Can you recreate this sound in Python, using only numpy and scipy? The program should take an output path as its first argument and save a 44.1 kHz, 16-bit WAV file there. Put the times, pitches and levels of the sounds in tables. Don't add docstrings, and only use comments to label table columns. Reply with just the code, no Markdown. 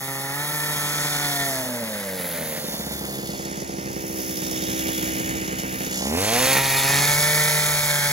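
import sys
import numpy as np
from scipy import signal
from scipy.fft import rfft, irfft, next_fast_len
from scipy.io import wavfile
from scipy.ndimage import uniform_filter1d

SR = 44100
rng = np.random.default_rng(int(sys.argv[2]) if len(sys.argv) > 2 else 0)


def pcm_store(signal):
    levels = np.round(np.clip(np.atleast_2d(signal), -1, 1) * 32767)
    wavfile.write(sys.argv[1], SR, levels.astype(np.int16).T)


N = 358091
T = np.arange(N) / SR
TREBLE_HZ = 7200

# freq_hz, gain_db
AIR_SPECTRUM = [(20, -50), (45, -12), (75, -2), (140, -3), (400, -8), (2000, -53)]
# time_s, level_db
AIR_ENVELOPE = [(0, -54), (1.9, -53), (3.0, -44), (5.4, -39), (7.4, -42), (8.12, -54)]
# freq_hz, t60_s
YARD_DECAY = [(100, 0.17), (1000, 0.18), (5000, 0.078), (15000, 0.33)]
# time_s, aside (0 ahead, 1 aside)
SAW_BEARING = [(1.95, 0), (2.7, .57), (3.15, .78), (3.5, 1), (5.85, 1), (6.25, .45), (6.6, .3), (7.2, .08),
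               (8.12, .05)]
# freq_hz, lead_ahead_rad, lead_aside_rad, ahead_db, aside_db
EAR_RESPONSE = [(100, 0, 0, 0, -1), (500, .05, -1.7, -2, -2), (1500, .5, -3.1, -1, -2),
                (2700, 2.9, -5.2, -1, -1.5), (3500, 1.8, -6.2, 2, -4), (4600, 2.2, -6.5, -3, -6),
                (5600, 1.5, -8.8, -6.5, -13), (5950, 1, -.7, -6, -8), (7000, -1.1, -1.8, 2.5, 0)]
# time_s, speed_hz
CRANK_SPEED = [(0, 135.2), (.26, 137), (.41, 146), (.49, 148.7), (.66, 149.3), (.77, 147.5), (1.12, 146.7),
               (1.43, 138.5), (1.664, 126), (2.036, 98.2), (2.486, 77.6), (2.75, 71), (3.45, 66.9),
               (3.96, 66.7), (4.41, 64.5), (6.01, 64.3), (6.246, 103), (6.346, 119.7), (6.5, 133.4),
               (6.62, 135.9), (6.74, 135.3), (6.85, 136.8), (7.09, 145.8), (7.36, 150.3), (7.6, 149.9),
               (8.12, 143.8)]
# time_s, pop_db, chain_jerk (log scale)
IDLE_FIRINGS = [(2.1327, 3.5, -6), (2.1976, 5.0, 0), (2.4588, 3.5, -6), (2.5229, 3.5, -2), (2.576, 7.0, -3),
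                (2.6434, 7.0, -2), (2.6846, 8.5, -2), (2.7404, 9.0, 1), (2.7963, 9.5, -2), (2.8676, 9.0, 0),
                (2.9108, 9.0, -5), (2.9537, 4.5, -6), (3.0115, 6.5, -5), (3.0843, 3.5, -5),
                (3.1284, 4.0, -3), (3.1876, 5.5, -2), (3.2321, 6.0, -2), (3.2917, 9.0, -4),
                (3.3364, 7.0, -1), (3.3961, 6.0, -1), (3.4558, 4.5, 3), (3.5159, 8.0, 1), (3.576, 9.5, 2),
                (3.6207, 8.0, 1), (3.6951, 6.5, -4), (3.7397, 6.5, -5), (3.7847, 6.0, -1), (3.8594, 5.5, 2),
                (3.9044, 7.5, -2), (3.9641, 6.5, 1), (4.039, 5.5, -5), (4.0993, 3.5, -2), (4.1445, 0.0, -3),
                (4.1906, 3.0, 0), (4.298, 3.0, 0), (4.3755, 3.5, 3), (4.423, 6.5, 0), (4.4694, 1.5, 2),
                (4.5166, 6.5, 5), (4.5789, 1.0, -1), (4.6256, 5.5, 1), (4.6879, 5.5, -3), (4.7344, 6.0, -2),
                (4.7959, 0.5, 3), (4.889, 7.5, 2), (4.9825, 4.5, 3), (5.0296, 5.5, 2), (5.0766, 3.0, -1),
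                (5.1547, 6.0, -1), (5.2016, 6.0, 1), (5.2949, 7.0, 2), (5.3569, 6.0, 0), (5.4187, 0.5, -3),
                (5.4816, 5.5, 4), (5.5286, 6.5, 1), (5.5903, 7.0, 13), (5.6361, 6.5, -2), (5.6821, 0.0, -3),
                (5.7287, 5.5, -1), (5.8065, 7.0, 1), (5.8687, 6.0, 1), (5.9157, 3.0, 4), (5.9781, 2.5, 3)]
# freq_hz, gain_db
SLAP_SPECTRUM = [(700, -24.5), (1400, -2), (2000, 5), (2700, -6.5), (3700, -3), (5500, -9.5)]
# freq_hz, gain_db
HISS_SPECTRUM = [(600, -4.5), (1500, -2.5), (2500, -5.5), (3100, -5), (3450, 0), (3700, 5.5), (3980, -6),
                 (4300, 5.5), (4750, -0.5), (5600, 3), (6250, 0), (6520, 7), (6850, -2), (7500, 9),
                 (9000, -14.5), (10000, 4), (11900, 3.5), (14300, -1.5), (15500, -2)]
# time_s, rasp_db, sizzle_db
CHAIN_ENVELOPE = [(0, -33.5, -31.5), (0.3, -36, -33), (0.55, -32, -27), (1.0, -26, -31.5),
                  (1.48, -27.5, -27.5), (1.79, -36.5, -33.5), (2.08, -36.5, -33), (2.25, -40, -27),
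                  (2.7, -32, -33), (3.1, -34.5, -35.5), (3.45, -33.5, -44), (3.75, -36, -47),
                  (4.1, -35.5, -36.5), (4.2, -32.5, -32), (4.6, -28.5, -34.5), (5.0, -28.5, -31),
                  (5.5, -31.5, -40.5), (5.8, -32.5, -34), (6.03, -25.5, -40), (6.13, -29, -32),
                  (6.25, -23.5, -30), (6.45, -20, -23), (6.57, -20.5, -20), (6.61, -24, -24),
                  (6.8, -21.5, -22.5), (7.0, -19.5, -25), (7.45, -22, -24.5), (7.7, -22.5, -27.5),
                  (8.12, -23.5, -29)]
# freq_hz, width_hz, gain_db, peak_s, spread_s
METAL_MODES = [(1430, 500, -9, 4.7, 0.44), (1960, 120, -5, 5.5, 0.5), (2040, 180, 4.5, 3.5, .65),
               (3720, 180, 4, 2.8, .5), (2290, 190, 8.5, 5.2, 0.72), (2940, 64, 11.5, 5.27, 0.77),
               (3350, 170, 8.5, 4.86, 0.38), (3440, 49, 7, 3, 0.89), (3680, 230, 8, 4.57, 0.27),
               (4420, 120, 10.5, 3, 0.61), (4895, 86, 8, 3.2, 1.3), (5600, 570, 11, 4.28, 0.79),
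               (6330, 54, 12.5, 4.3, 0.84), (6840, 530, 7.5, 4.6, 2.4), (10100, 450, 2, 4, 2.1),
               (11940, 1300, 4, 4.5, 2.7), (14400, 990, 0, 4, 3)]
# time_s, level_db
WHINE_ENVELOPE = [(0, -46), (.5, -39), (1.4, -31), (1.9, -62), (6.1, -70), (6.25, -34), (6.5, -30),
                  (7.1, -31.5), (8.12, -31)]
# freq_hz, gain_db
WHINE_SPECTRUM = [(1000, -21), (1400, 3), (2000, 6.5), (2400, 6.5), (2750, -36), (3200, 9), (3700, 5),
                  (4400, 5.5), (5000, -11), (6500, -7), (7500, -13)]
# peak_s, harmonic, rise_s, fall_s, gain_db
HUM_SWELLS = [(.3, 6, .5, .35, 1), (.45, 9, .4, .4, -1), (.5, 12, .15, .3, -4), (1.15, 10, .25, .3, 2),
              (1.45, 5, .17, .23, 12), (1.7, 2, .5, .55, -2), (2.05, 5, .2, .25, 3), (2.15, 6, .2, .45, 0),
              (2.5, 7, .15, .2, 2), (2.9, 1, .12, .15, 8), (5.3, 1, .7, .7, -3), (4.2, 6, 1, .9, 3.5),
              (4.6, 4, .9, .8, 0), (4.7, 8, .6, .6, -6), (5.05, 5, 1.2, .5, 6.5), (3.95, 8, .4, .5, -4),
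              (5.85, 4, .25, .2, 1), (6.07, 3, .09, .11, 5), (6.14, 1, .06, .12, 0), (6.16, 5, .12, .1, 4),
              (6.33, 6, .06, .06, 6), (6.44, 4, .12, .12, 5), (6.6, 14, .12, .3, 4), (6.7, 7, .25, .3, -2),
              (7.2, 12, .25, .25, 1), (7.2, 15, .15, .2, 0), (7.45, 3, .4, .2, -3)]
# freq_hz, gain_db
EXHAUST_RACING = [(60, -18), (145, 20), (295, 12.5), (450, 10), (590, 10), (750, 9.5), (900, 11),
                  (1150, 2.5), (1400, 8), (1600, -2.5), (1830, 13.5), (2100, 4), (2400, 2), (3100, -7),
                  (6000, -7.5)]
EXHAUST_COASTING = [(50, -22), (100, 0.5), (225, 9.5), (360, -7), (470, 2.5), (610, 6.5), (740, -6.5),
                    (850, -1.5), (1050, -8), (1950, -4), (2900, -13), (6000, -22)]
EXHAUST_IDLING = [(30, -70), (64, -5.5), (95, -24), (128, -5), (185, 2.5), (240, 1), (290, -4.5), (322, 1),
                  (360, -1.5), (420, -8.5), (515, -1.5), (720, -8), (1100, -11.5), (1500, -7), (1900, -4.5),
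                  (3000, -14.5), (6000, -55)]
EXHAUST_REVVING = [(40, -21), (80, 0.5), (135, 0), (170, 0), (245, 6.5), (360, -2.5), (480, 2.5), (800, 1),
                   (1020, -1), (1350, -11.5), (1900, -7.5), (2500, -7), (3300, -16), (6000, -29)]
EXHAUST_BITING = [(60, -27), (136, 11.5), (275, 1.5), (410, 1.5), (680, 1.5), (880, 7), (1100, -10),
                  (1340, -1), (1560, -14), (1830, 2.5), (2040, -7.5), (2400, 1), (3200, -17.5), (6000, -34)]
EXHAUST_CUTTING = [(60, -31), (148, 6.5), (298, -21.5), (440, -8.5), (595, 0.5), (745, -9), (890, -1),
                   (1150, -20), (1345, -4), (1530, -12), (1790, -2), (2280, -2), (3000, -34), (6000, -16.5)]
# time_s, state (0 racing to 5 cutting)
ENGINE_STATE = [(1.3, 0), (1.7, 1), (2.35, 1), (2.95, 2), (5.99, 2), (6.02, 3), (6.45, 3), (6.6, 4),
                (6.92, 4), (7.15, 5)]
PUFF_DB = [-8, -4, -5, -16, -11, -11]
SNARL_DB = [3, -1.5, -1.5, 7, 6, 0.5]
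# time_s, bang_db
MISFIRE_BANGS = [(6.47, 4), (6.567, 6), (6.585, 7)]
# freq_hz, gain_db
THUD_SPECTRUM = [(50, -30), (110, -13), (170, 12.5), (260, 0), (550, -2), (900, -5), (1300, -18),
                 (4000, -42)]
COUGH_SPECTRUM = [(100, -20), (300, -7), (600, -6), (900, -14), (1400, -34), (4000, -55)]
# time_s, level_db
EXHAUST_ENVELOPE = [(0, -32.5), (0.25, -29.5), (0.5, -28), (1.0, -27), (1.55, -27.5), (2.05, -32.5),
                    (2.6, -33), (3.0, -32.5), (3.65, -32.5), (4.3, -31.5), (4.85, -28), (5.3, -29),
                    (5.6, -30.5), (5.99, -30.5), (6.08, -25), (6.2, -24), (6.35, -23), (6.48, -20.5),
                    (6.575, -20.5), (6.61, -24.5), (6.8, -24.0), (7.05, -22), (7.45, -21.5), (7.7, -24),
                    (8.12, -24)]


def gain_of(db):
    return 10 ** (np.asarray(db) / 20)


def curves(rows):
    time_s, *columns = np.transpose(rows)
    return [np.interp(T, time_s, column) for column in columns]


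def at_freq(points, hz):
    freq_hz, value = np.transpose(points)
    return np.interp(np.log(hz + 1), np.log(freq_hz), value)


def swell(peak_s, rise_s, fall_s):
    return np.exp(-((T - peak_s) / np.where(T < peak_s, rise_s, fall_s)) ** 2)


def unit_rms(x):
    return x / np.sqrt(np.mean(x ** 2) + 1e-20)


def levelled(x, level_db, size=6000):
    power = uniform_filter1d(uniform_filter1d(x ** 2, size), size)
    return gain_of(level_db) * x / np.sqrt(abs(power) + 1e-14)


def coloured(x, spectrum, size=4096):
    log_gain = np.log(gain_of(at_freq(spectrum, abs(np.fft.fftfreq(size, 1 / SR)))))
    ring = np.fft.ifft(np.exp(np.conj(signal.hilbert(log_gain)))).real
    return signal.oaconvolve(x, ring[:size // 2])[:N]


def split(x, hz, order=8):
    size = next_fast_len(N, real=True)
    low = irfft(rfft(x, size) / (1 + (np.fft.rfftfreq(size, 1 / SR) / hz) ** order), size)[:N]
    return low, x - low


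def noise():
    return rng.standard_normal(N)


def drift(hz):
    return unit_rms(split(noise(), hz, order=4)[0])


def decay(x, tau_s):
    return signal.lfilter([1], [1, -np.exp(-1 / (tau_s * SR))], x)


def clicks(times_s, heights):
    index = np.round(times_s * SR).astype(int)[:, None] + np.arange(-8, 9)
    offset = index - times_s[:, None] * SR
    shape = np.sinc(offset) * np.sinc(offset / 9)
    return np.bincount(np.clip(index, 0, N - 1).ravel(), (heights[:, None] * shape).ravel(), N)


def air():
    left, right, common = (unit_rms(coloured(noise(), AIR_SPECTRUM)) for _ in range(3))
    level_db = curves(AIR_ENVELOPE)[0] + 2 * drift(hz=1.9)
    return gain_of(level_db) * unit_rms(np.array([left, right]) + common)


def yard_echo(x, taps_per_s=2000, gap_s=0.006):
    taps = rng.standard_normal((2, SR // 2)) * (rng.random((2, SR // 2)) < taps_per_s / SR)
    taps[:, :round(gap_s * SR)] = 0
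    hz, time_s, spectra = signal.stft(taps, SR, nperseg=256)
    tail = signal.istft(spectra * gain_of(-60 * time_s / at_freq(YARD_DECAY, hz)[:, None]), SR)[1]
    tail /= np.linalg.norm(tail, axis=1, keepdims=True)
    return signal.fftconvolve(x[None], tail, axes=1)[:, :N]


def rebound(x, delay_s, feedback):
    size = next_fast_len(N + SR, real=True)
    lag = np.exp(-2j * np.pi * np.fft.rfftfreq(size, 1 / SR) * delay_s)
    return irfft(rfft(x, size) * (feedback + lag) / (1 + feedback * lag), size)[:N]


def ears(x, treble_lag_s=0.000185):
    hz, time_s, spectra = signal.stft(x, SR, nperseg=1024, noverlap=768)
    hz = hz[:, None]
    aside = np.interp(time_s, *np.transpose(SAW_BEARING))
    freq_hz, *columns = np.transpose(EAR_RESPONSE)
    ahead_rad, aside_rad, ahead_db, aside_db = (np.interp(hz, freq_hz, column) for column in columns)
    low = hz < TREBLE_HZ
    treble_rad = 2 * np.pi * (1 - hz * treble_lag_s)
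    lead_rad = np.where(low, ahead_rad + aside * (aside_rad - ahead_rad), treble_rad)
    balance = gain_of(low * (ahead_db + aside * (aside_db - ahead_db)))
    pair = np.array([balance * np.exp(0.5j * lead_rad), np.exp(-0.5j * lead_rad)])
    pair *= np.sqrt(2 / (1 + balance ** 2))
    return signal.istft(spectra * pair, nperseg=1024, noverlap=768)[1][:, :N]


def crank_hz():
    time_s, hz = np.transpose(CRANK_SPEED)
    span_s = np.diff(time_s)
    slope = np.diff(hz) / span_s
    tangent = np.r_[0, 2 * np.maximum(slope[:-1] * slope[1:], 0) / (slope[:-1] + slope[1:]), slope[-1]]
    k = np.searchsorted(time_s[1:-1], T)
    u = (T - time_s[k]) / span_s[k]
    bend = u * (1 - u) * ((1 - u) * (tangent[k] - slope[k]) - u * (tangent[k + 1] - slope[k]))
    return hz[k] + span_s[k] * (u * slope[k] + bend)


def crank_times(firing_s, wander=0.00191, jitter_s=0.000014):
    turns = np.cumsum(crank_hz() * (1 + wander * drift(hz=14))) / SR
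    lead_turns = np.unwrap(np.interp(firing_s, T, turns) % 1, period=1)
    turns -= np.interp(T, firing_s, lead_turns)
    turn_s = np.interp(np.arange(np.ceil(turns[0]), turns[-1]), turns, T)
    return turn_s + jitter_s * noise()[:len(turn_s)]


def chain_slap(turn_s, level_db=-35, ring_s=0.02):
    hits = clicks(turn_s, gain_of(rng.uniform(-16.8, 4, N)[:len(turn_s)]))
    clatter = unit_rms(coloured(decay(hits, ring_s) * noise(), SLAP_SPECTRUM))
    return gain_of(level_db) * swell(peak_s=2, rise_s=0.3, fall_s=1) * clatter


def chain_hiss(turn_s, shake, burst_s=0.0085, grain_db=4):
    grains = noise() * gain_of(grain_db * np.tanh(drift(hz=1040)))
    surge = uniform_filter1d(decay(clicks(turn_s, shake), burst_s), size=50)
    return unit_rms(coloured(grains * (1 + surge), HISS_SPECTRUM))


def chain_rattle(turn_s, shake, rattle_s=0.013, early_s=0.0054, floor=0.097, off_axis_db=-11):
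    bursts = uniform_filter1d(decay(clicks(turn_s - early_s, shake), rattle_s), size=130)
    knocks = noise() * (floor + bursts)
    ringing = 0.3 * split(knocks, 3750)[1]
    for hz, width_hz, gain_db, peak_s, spread_s in METAL_MODES:
        facing_db = off_axis_db * (1.5 - swell(peak_s, spread_s, spread_s))
        mode = signal.lfilter(*signal.iirpeak(hz, hz / width_hz, SR), knocks)
        ringing += gain_of(gain_db + facing_db) * mode
    return unit_rms(ringing)


def chain(turn_s, fired, jerk, clutch_hz=68, clutch_span_hz=16):
    shake = gain_of(rng.uniform(-3.5, 3.5, N)[:len(turn_s)])
    hiss = chain_hiss(turn_s, shake)
    shake[fired] = gain_of(2 + 0.7 * jerk)
    rattle = chain_rattle(turn_s, shake)
    engaged = np.clip((crank_hz() - clutch_hz) / clutch_span_hz, 0, 1)
    rasp, sizzle = split(engaged * hiss + (1 - engaged) * rattle, 10150)
    rasp_db, sizzle_db = curves(CHAIN_ENVELOPE)
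    return levelled(rasp, rasp_db) + levelled(sizzle, sizzle_db + 1)


def whine(turns, harmonics=range(8, 54), fade_db=4, fade_hz=2.5, roughness=0.51):
    frame_s, speed_hz = T[::441], crank_hz()[::441]
    knot_s = np.arange(40) / fade_hz
    tones = np.zeros(N)
    for k in harmonics:
        fade = np.interp(frame_s, knot_s, rng.standard_normal(len(knot_s)))
        gain = gain_of(at_freq(WHINE_SPECTRUM, k * speed_hz) + fade_db * fade)
        tones += np.interp(T, frame_s, gain) * np.cos(2 * np.pi * (k * turns + rng.random()))
    return levelled(tones * (1 + roughness * drift(hz=70)), curves(WHINE_ENVELOPE)[0])


def hum(turns):
    tones = sum(gain_of(gain_db) * swell(peak_s, rise_s, fall_s) * np.cos(2 * np.pi * k * turns)
                for peak_s, k, rise_s, fall_s, gain_db in HUM_SWELLS)
    return 2 * crank_hz() / SR * tones


def pressure_pulses(turn_s, idle_uneven_db=3, uneven_db=2.5, stumble_s=0.00009):
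    idle = (turn_s > IDLE_FIRINGS[0][0]) & (turn_s < IDLE_FIRINGS[-1][0])
    push = gain_of(np.where(idle, idle_uneven_db, uneven_db) * noise()[:len(turn_s)])
    for time_s, bang_db in MISFIRE_BANGS:
        turn = abs(turn_s - time_s).argmin()
        push[turn - 1], push[turn] = 0, gain_of(bang_db)
    return clicks(turn_s + stumble_s * idle * noise()[:len(turn_s)], push)


def exhaust_colour(drive, state):
    spectra = [EXHAUST_RACING, EXHAUST_COASTING, EXHAUST_IDLING,
               EXHAUST_REVVING, EXHAUST_BITING, EXHAUST_CUTTING]
    parts = [coloured(drive * np.maximum(1 - abs(state - k), 0), spectrum)
             for k, spectrum in enumerate(spectra)]
    growl, rev_treble = split(parts.pop(spectra.index(EXHAUST_REVVING)), 1050)
    parts.append(rebound(rev_treble, delay_s=0.0037, feedback=0.57))
    scattered = rebound(sum(parts), delay_s=0.0059, feedback=0.7)
    return rebound(growl + scattered, delay_s=0.0009, feedback=0.6)


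def snarl_gain(state):
    state_db = np.interp(state, np.arange(len(SNARL_DB)), SNARL_DB)
    dip_db = -9 * swell(peak_s=2.5, rise_s=0.8, fall_s=2)
    throttle_db = -9 * swell(peak_s=6.05, rise_s=0.08, fall_s=0.2)
    return gain_of(state_db + dip_db + throttle_db)


def exhaust(turn_s, turns, pops, puff_s=0.15, cough_s=0.019):
    state = curves(ENGINE_STATE)[0]
    pulses = pressure_pulses(turn_s) + gain_of(-12) * pops
    puffs = split(decay(pulses, puff_s) * noise(), 2200, order=1)[1] / np.sqrt(puff_s * SR / 2)
    puff_db = np.interp(state, np.arange(len(PUFF_DB)), PUFF_DB)
    drive = pulses + hum(turns) + gain_of(puff_db) * puffs
    thuds = gain_of(-7) * coloured(pops, THUD_SPECTRUM)
    coughs = gain_of(-26) * coloured(decay(pops, cough_s) * noise(), COUGH_SPECTRUM)
    boom, snarl = split(coughs - thuds - exhaust_colour(drive, state), 1100)
    return levelled(boom + snarl_gain(state) * snarl, curves(EXHAUST_ENVELOPE)[0])


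def scene(chain_db=-3.5, exhaust_echo_db=-10.5, rasp_echo_db=-4, sizzle_echo_db=-12):
    firing_s, pop_db, jerk = np.transpose(IDLE_FIRINGS)
    turn_s = crank_times(firing_s)
    turns = np.interp(T, turn_s, np.arange(len(turn_s)))
    fired = abs(turn_s[:, None] - firing_s).argmin(0)
    pops = clicks(turn_s[fired], gain_of(pop_db))
    gas = exhaust(turn_s, turns, pops) + whine(turns)
    metal = gain_of(chain_db) * chain(turn_s, fired, jerk) + chain_slap(turn_s)
    rasp, sizzle = split(metal, TREBLE_HZ)
    echo_send = gain_of(exhaust_echo_db) * split(gas, 250, order=4)[1]
    echo_send += gain_of(rasp_echo_db) * rasp + gain_of(sizzle_echo_db) * sizzle
    return ears(gas + metal) + yard_echo(echo_send) + air()


def record(dry, cutoff_hz=15850):
    lowpass = signal.firwin(511, cutoff_hz, window=("kaiser", 9), fs=SR)
    return signal.oaconvolve(dry, lowpass[None], "same")


dry = scene()
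out = record(dry)
pcm_store(out)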